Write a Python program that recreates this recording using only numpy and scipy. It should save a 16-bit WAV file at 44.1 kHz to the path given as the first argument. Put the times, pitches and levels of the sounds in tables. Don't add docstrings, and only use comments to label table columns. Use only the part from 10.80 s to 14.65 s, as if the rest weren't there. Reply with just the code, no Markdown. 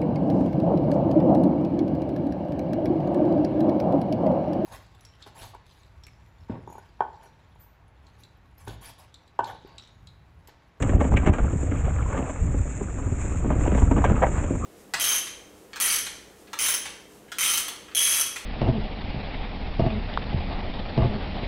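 import sys
import numpy as np
from scipy import signal
from scipy.fft import rfft, irfft, next_fast_len
from scipy.io import wavfile
from scipy.ndimage import uniform_filter1d

SR = 44100
rng = np.random.default_rng(int(sys.argv[2]) if len(sys.argv) > 2 else 0)


def bounce(signal):
    frames = np.transpose(np.atleast_2d(signal))
    limited = np.clip(frames, -1, 1)
    pcm = np.round(limited * 32767).astype(np.int16)
    wavfile.write(sys.argv[1], SR, pcm)


N = 169785
TIME = np.arange(N) / SR


def from_db(db):
    return 10 ** (np.asarray(db) / 20)


def rms_one(x):
    return x / np.sqrt(np.mean(x ** 2) + 1e-20)


def level(rows, trim_db):
    return from_db(np.interp(TIME, *np.transpose(rows)) + trim_db)


def band(x, edges_hz, kind="band"):
    return signal.sosfilt(signal.butter(3, edges_hz, kind, fs=SR, output="sos"), x)


def colour(x, points):
    size = 2 * next_fast_len(len(x))
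    hz, db = np.transpose(points)
    octave = np.log2(np.arange(size // 2 + 1) * SR / size + 1)
    known = np.log2(hz)
    outside = np.abs(octave - np.clip(octave, known[0], known[-1]))
    curve_db = np.interp(octave, known, db) - 60 * outside
    cepstrum = irfft(np.log(from_db(np.maximum(curve_db, -100))))
    cepstrum[1:size // 2] *= 2
    cepstrum[size // 2 + 1:] = 0
    return irfft(rfft(x, size) * np.exp(rfft(cepstrum)))[:len(x)]


def drift(points_per_s):
    return np.interp(TIME * points_per_s, np.arange(2048), rng.standard_normal(2048))


def grains(per_s, spread_db, size=N):
    strength = from_db(spread_db * np.minimum(rng.exponential(1, size), 4))
    return (rng.random(size) < per_s / SR) * strength * rng.choice([-1, 1], size)


def even(x, window_s):
    size = max(int(window_s * SR), 2)
    power = uniform_filter1d(uniform_filter1d(x * x, size), size)
    return x / np.sqrt(np.abs(power) + 1e-18)


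def swell(s, half_s):
    return np.exp(-((TIME - s) / half_s) ** 2 / 2)


# time in seconds, level in dB before trim.
RUMBLE_LEVEL = [(0.0, -26), (0.18, -20.5), (0.27, -25.5), (0.34, -18), (0.45, -24.5), (0.5, -20.5),
                (0.57, -32), (0.64, -17.5), (0.68, -26.5), (1.22, -24), (1.56, -36), (1.63, -22),
                (1.97, -32.5), (2.42, -28), (3.06, -19), (3.85, -29.5)]
# frequency in Hz, relative level in dB.
RUMBLE_SPECTRUM = [(11, -35), (19, 3), (38, 1), (65, 8), (174, -11), (260, -16.5), (340, -43)]
RUMBLE_TRIM_DB = 1


def rumble():
    noise = colour(rng.standard_normal(N), RUMBLE_SPECTRUM)
    return level(RUMBLE_LEVEL, RUMBLE_TRIM_DB) * even(noise, window_s=0.035)


# time in seconds, level in dB before trim.
HUB_LEVEL = [(0.0, -50.5), (0.39, -52.5), (0.89, -51), (2.6, -48.5), (3.68, -49.5), (3.85, -47)]
# frequency in Hz, relative level in dB.
HUB_SPECTRUM = [(2820, -73.5), (5060, -29), (5260, -24), (6080, -14.5), (6410, -6), (7270, 4), (8500, -9),
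                (9050, -22.5), (9700, -62.5)]
HUB_BODY_SPECTRUM = [(530, -25), (900, -2), (1040, -14.5), (1230, -10), (1640, -3.5), (2570, -5.5),
                     (2940, -20), (3730, -20), (5000, -45.5)]
HUB_TRIM_DB, HUB_BODY_TRIM_DB = 1.5, -2.5
PAWL_HZ, PAWL_WANDER, PAWL_DEPTH, PAWL_DECAY_S = 151, 0.028, 0.19, 0.002
HUB_FLUTTER_DB, HUB_SWAY_DB = 1.5, 2


def freehub():
    teeth = np.cumsum(PAWL_HZ * (1 + PAWL_WANDER * drift(8.4))) / SR
    since_tooth_s = (teeth % 1) / PAWL_HZ
    pulse = 1 + PAWL_DEPTH * np.exp(-since_tooth_s / PAWL_DECAY_S)
    unsteady = from_db(HUB_FLUTTER_DB * drift(90) + HUB_SWAY_DB * drift(12))
    ticks = pulse * grains(3200, spread_db=-0.6) * unsteady
    sizzle = level(HUB_LEVEL, HUB_TRIM_DB) * rms_one(colour(ticks, HUB_SPECTRUM))
    ring = level(HUB_LEVEL, HUB_BODY_TRIM_DB) * rms_one(colour(ticks, HUB_BODY_SPECTRUM))
    return sizzle + ring


# centre in seconds, Gaussian half length in seconds, level in dB.
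JINGLE_EVENTS = [(0.027, 0.0036, -37), (0.331, 0.0046, -50), (2.987, 0.023, -50)]
# frequency in Hz, relative level in dB.
JINGLE_SPECTRUM = [(2000, -19), (3300, 0), (4800, -20), (6200, -2), (7600, 4), (8500, -5), (9050, -22),
                   (9700, -59.5)]


def jingles():
    metal = rms_one(colour(grains(3300, spread_db=0), JINGLE_SPECTRUM))
    return metal * sum(from_db(db) * swell(s, half_s) for s, half_s, db in JINGLE_EVENTS)


# centre in seconds, Gaussian half length in seconds,
# level in dB, band centre in Hz, band width in octaves.
SCRAPE_EVENTS = [(0.373, 0.0049, -26.5, 2390, 0.5), (0.474, 0.012, -36.5, 2110, 0.7),
                 (1.443, 0.06, -38.5, 590, 1.6), (3.442, 0.015, -23, 730, 0.48),
                 (3.438, 0.0086, -29, 1870, 0.49), (3.578, 0.022, -35, 940, 1.75),
                 (3.85, 0.02, -32, 1120, 0.38)]


def scrapes():
    out = np.zeros(N)
    for s, half_s, db, hz, octaves in SCRAPE_EVENTS:
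        edges_hz = hz * 2 ** (octaves * np.array([-0.5, 0.5]))
        rasp = even(band(grains(1500, spread_db=1.5), edges_hz), window_s=0.016)
        out += from_db(db) * swell(s, half_s) * rasp
    return out


# frequency in Hz, relative level in dB.
GRIT_SPECTRUM = [(260, -9.5), (450, -1.5), (721, -9), (960, -10), (1250, -8.5), (1870, -19), (2700, -22),
                 (4510, -45), (6760, -85)]
PEBBLES_PER_S, PEBBLE_T60_CYCLES = 130, 29


def pebbles():
    out = np.zeros(N)
    pitches_hz = np.geomspace(450, 3300, 40)
    for hz in pitches_hz:
        r = from_db(-60 * hz / (PEBBLE_T60_CYCLES * SR))
        w = 2 * np.pi * hz / SR
        clicks = grains(PEBBLES_PER_S / len(pitches_hz), spread_db=2) + 1e-18
        out += hz * signal.lfilter([0, np.sin(w)], [1, -2 * r * np.cos(w), r * r], clicks)
    return rms_one(colour(out, GRIT_SPECTRUM))


# time in seconds, level in dB before trim and bumps.
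DRUM_LEVEL = [(0.0, -26), (0.17, -24), (0.45, -29.5), (0.48, -17.5), (0.57, -30.5), (0.92, -31),
              (1.13, -38.5), (1.35, -35.5), (1.4, -24), (1.55, -42), (1.7, -30.5), (1.9, -37.5),
              (2.62, -33), (2.71, -20), (2.85, -28), (3.28, -27), (3.85, -31)]
GRIT_LEVEL = [(0.0, -39.5), (0.55, -36), (0.78, -47), (1.06, -38.5), (1.14, -42.5), (1.39, -36.5),
              (1.51, -42), (1.62, -44.5), (1.84, -48.5), (2.6, -44), (2.95, -35.5), (3.06, -43),
              (3.3, -36.5), (3.68, -41), (3.85, -57)]
# frequency in Hz, relative level in dB.
DRUM_SPECTRUM = [(76, -6.5), (130, 3.5), (225, -3), (285, 3), (350, -5.5), (585, -11.5), (750, -15),
                 (980, -43)]
DRUM_TRIM_DB, GRIT_TRIM_DB = -3.5, 0.5
BUMP_DB, PEBBLE_TO_DIRT_DB = 1.98, -2.5


def tyres():
    bumps_db = BUMP_DB * drift(35.39)
    drum = even(colour(grains(260, spread_db=1.5), DRUM_SPECTRUM), window_s=0.11)
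    dirt = rms_one(colour(grains(750, spread_db=0.5), GRIT_SPECTRUM))
    grit = even(dirt + from_db(PEBBLE_TO_DIRT_DB) * pebbles(), window_s=0.1)
    drumming = level(DRUM_LEVEL, DRUM_TRIM_DB + bumps_db) * drum
    crunch = level(GRIT_LEVEL, GRIT_TRIM_DB + bumps_db) * grit
    return drumming, crunch


# centre in seconds, half length in seconds, depth in dB.
DIP_EVENTS = [(0.178, 0.017, 9.5), (0.304, 0.011, 9), (0.356, 0.011, 13), (0.514, 0.012, 15)]


def treble_dips():
    depth_db = sum(db * np.exp(-((TIME - s) / half_s) ** 4) for s, half_s, db in DIP_EVENTS)
    return from_db(-depth_db)


# start in seconds, envelope peak in dB, pitch in Hz.
CLACK_EVENTS = [(0.134, -16.5, 617), (1.081, -22, 633), (2.862, -20, 720), (3.241, -16, 965)]
CLACK_PEAK_S = 0.0013


def clacks():
    out = np.zeros(N)
    for s, db, hz in CLACK_EVENTS:
        age_s = np.maximum(TIME - s, 0)
        age = age_s / CLACK_PEAK_S
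        out += from_db(db) * age * np.exp(1 - age) * np.sin(2 * np.pi * hz * age_s)
    return out


# start in seconds, envelope peak in dB before trim, pitch in Hz.
THUMP_EVENTS = [(0.139, -13, 50), (0.147, -16.5, 124), (0.158, -16, 46.7), (0.337, -10.5, 60.6),
                (0.495, -8, 68.5), (0.622, -15.5, 65.4), (0.726, -21, 109), (0.758, -14, 123),
                (0.888, -13.5, 68.6), (1.046, -16.5, 85), (1.15, -18.5, 91), (1.22, -17.5, 72.5),
                (1.615, -15, 65.4), (1.69, -19, 106), (1.767, -18.5, 65), (1.802, -15.5, 70),
                (2.26, -19, 86), (2.318, -15.5, 87), (2.784, -12.5, 53.7), (2.917, -20, 65),
                (3.024, -12, 51.3), (3.29, -12.5, 70), (3.312, -10.5, 136), (3.582, -15, 60)]
THUMP_PEAK_CYCLES, THUMP_TRIM_DB = 0.48, 2.5


def thumps():
    out = np.zeros(N)
    for s, db, hz in THUMP_EVENTS:
        cycles = np.maximum(TIME - s, 0) * hz
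        age = cycles / THUMP_PEAK_CYCLES
        envelope = age ** 2 * np.exp(2 * (1 - age))
        out -= from_db(db + THUMP_TRIM_DB) * envelope * np.sin(2 * np.pi * cycles)
    return out


# pitch in Hz, relative level in dB, t60 in seconds.
FRAME_MODES = [(191.7, 9.5, 0.038), (266, -2, 0.11), (587.6, -9.5, 0.12), (827, -5, 0.057),
               (986, -1.5, 0.088), (1144, -3, 0.052), (1575, 0, 0.055), (1880, -5.5, 0.044),
               (2210, 2, 0.034), (2900, -9, 0.05)]
PITCH_SCATTER, MODE_SCATTER_DB, CRACK_DB = 0.028, 2, 42


def frame(clicks):
    out = from_db(CRACK_DB) * clicks
    for hz, db, t60_s in FRAME_MODES:
        r = from_db(-60 / (t60_s * SR))
        w = 2 * np.pi * hz * (1 + PITCH_SCATTER * rng.normal()) / SR
        ring = signal.lfilter([1, -r * np.cos(w)], [1, -2 * r * np.cos(w), r * r], clicks)
        out = out + from_db(db + MODE_SCATTER_DB * rng.normal()) * ring
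    return out


# frequency in Hz, relative level in dB.
BLOW_SPECTRUM = [(100, -9), (280, 4.5), (600, 0.5), (1200, -10.5), (2400, -18.5), (3200, -26.5),
                 (4000, -40), (4800, -57.5), (6000, -36), (7300, -30.5), (8500, -35.5), (9600, -67.5)]
RATTLES_PER_S, RATTLE_TRIM_DB, RATTLE_LOW_HZ = 120, -18, 460


def rattle():
    chatter = colour(frame(grains(RATTLES_PER_S, spread_db=0.0)), BLOW_SPECTRUM)
    steady = even(band(chatter, RATTLE_LOW_HZ, "high"), window_s=0.18)
    return level(DRUM_LEVEL, RATTLE_TRIM_DB) * steady


# low edge in Hz, high edge in Hz.
BLOW_EDGES_HZ = [(500, 1500), (140, 500), (1500, 9000)]
CONTACTS_PER_S, ATTACK_S, TAIL_S, TAIL_DB = 1400, 0.00278, 0.034, -10.5


def blows(rows, trims_db, length_s):
    size = SR // 6
    out = np.zeros(N + SR)
    t = np.arange(size) / SR
    decay = np.exp(-(t / length_s) ** 2) + from_db(TAIL_DB) * np.exp(-t / TAIL_S)
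    shape = np.minimum(t / ATTACK_S, 1) * decay
    for s, *levels_db in rows:
        contacts = shape * grains(CONTACTS_PER_S, spread_db=1.5, size=size)
        sound = colour(frame(contacts), BLOW_SPECTRUM)
        start = max(int((s - ATTACK_S / 2) * SR), 0)
        for edges_hz, db, trim_db in zip(BLOW_EDGES_HZ, levels_db, trims_db):
            part = band(sound, edges_hz)
            loudest = np.sqrt(uniform_filter1d(part ** 2, size=SR // 50).max())
            out[start:start + size] += from_db(db + trim_db) * part / loudest
    return out[:N]


# time in seconds, then peak level before trim of middle, bass and treble in dB.
SLAP_EVENTS = [(0.023, -21.5, -30, -28.5), (0.366, -21.5, -17, -27.5), (0.462, -17, -18, -28),
               (3.241, -10.5, -17.5, -24.5), (3.42, -9.5, -25, -31), (3.431, -9, -19.5, -32)]


def chain_slaps():
    return blows(SLAP_EVENTS, trims_db=[-9.5, -10.5, -4], length_s=0.015)


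# time in seconds, then peak level before trim of middle, bass and treble in dB.
KNOCK_EVENTS = [(0.092, -18.5, -23.5, -32.5), (0.207, -9.5, -18.5, -31), (0.243, -16, -19, -38),
                (0.32, -15.5, -24, -45), (0.338, -15.5, -20, -40), (0.431, -20, -26.5, -45),
                (0.472, -11.5, -17.5, -29), (0.489, -15, -14.5, -41), (0.533, -16.5, -36, -32),
                (0.582, -17, -26, -36), (0.643, -23.5, -26, -48), (0.728, -29, -24, -48),
                (0.829, -27.5, -27, -48), (0.912, -28.5, -22, -38), (1.375, -28, -25, -36),
                (1.494, -20, -29, -42.5), (1.739, -31, -26.5, -50), (2.005, -26, -24.5, -57),
                (2.185, -25.5, -33.5, -51), (2.264, -29, -27.5, -52), (2.319, -43, -26.5, -60),
                (2.644, -21.5, -21.5, -55), (2.703, -12, -24.5, -39), (2.807, -23, -22.5, -40),
                (2.872, -15, -18.5, -39), (2.918, -18, -17.5, -39), (2.947, -15.5, -19, -35.5),
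                (2.974, -17.5, -26.5, -37.5), (3.018, -16, -19, -40), (3.111, -10, -14, -35),
                (3.162, -14, -19.5, -43), (3.179, -15.5, -18, -35.5), (3.297, -17.5, -20, -36.5),
                (3.315, -22.5, -17.5, -42), (3.376, -18.5, -34, -44), (3.465, -14, -28, -34.5),
                (3.638, -20, -24, -38), (3.705, -29, -17, -48), (3.75, -25.5, -28.5, -56)]


def knocks():
    return blows(KNOCK_EVENTS, trims_db=[-13, -4, -4], length_s=0.012)


def scene():
    drum, grit = tyres()
    hits = knocks() + chain_slaps() + clacks()
    bright = (grit + rattle() + freehub()) * treble_dips() + scrapes() + jingles()
    return (rumble() + thumps() + drum + hits + bright)[None]


OVERLOAD, CUTOFF_HZ = 0.78, 15800


def record(dry):
    rounded = dry / (1 + (dry / OVERLOAD) ** 10) ** (1 / 10)
    return signal.sosfilt(signal.cheby2(12, 70, CUTOFF_HZ, fs=SR, output="sos"), rounded)


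dry = scene()
out = record(dry)
bounce(out)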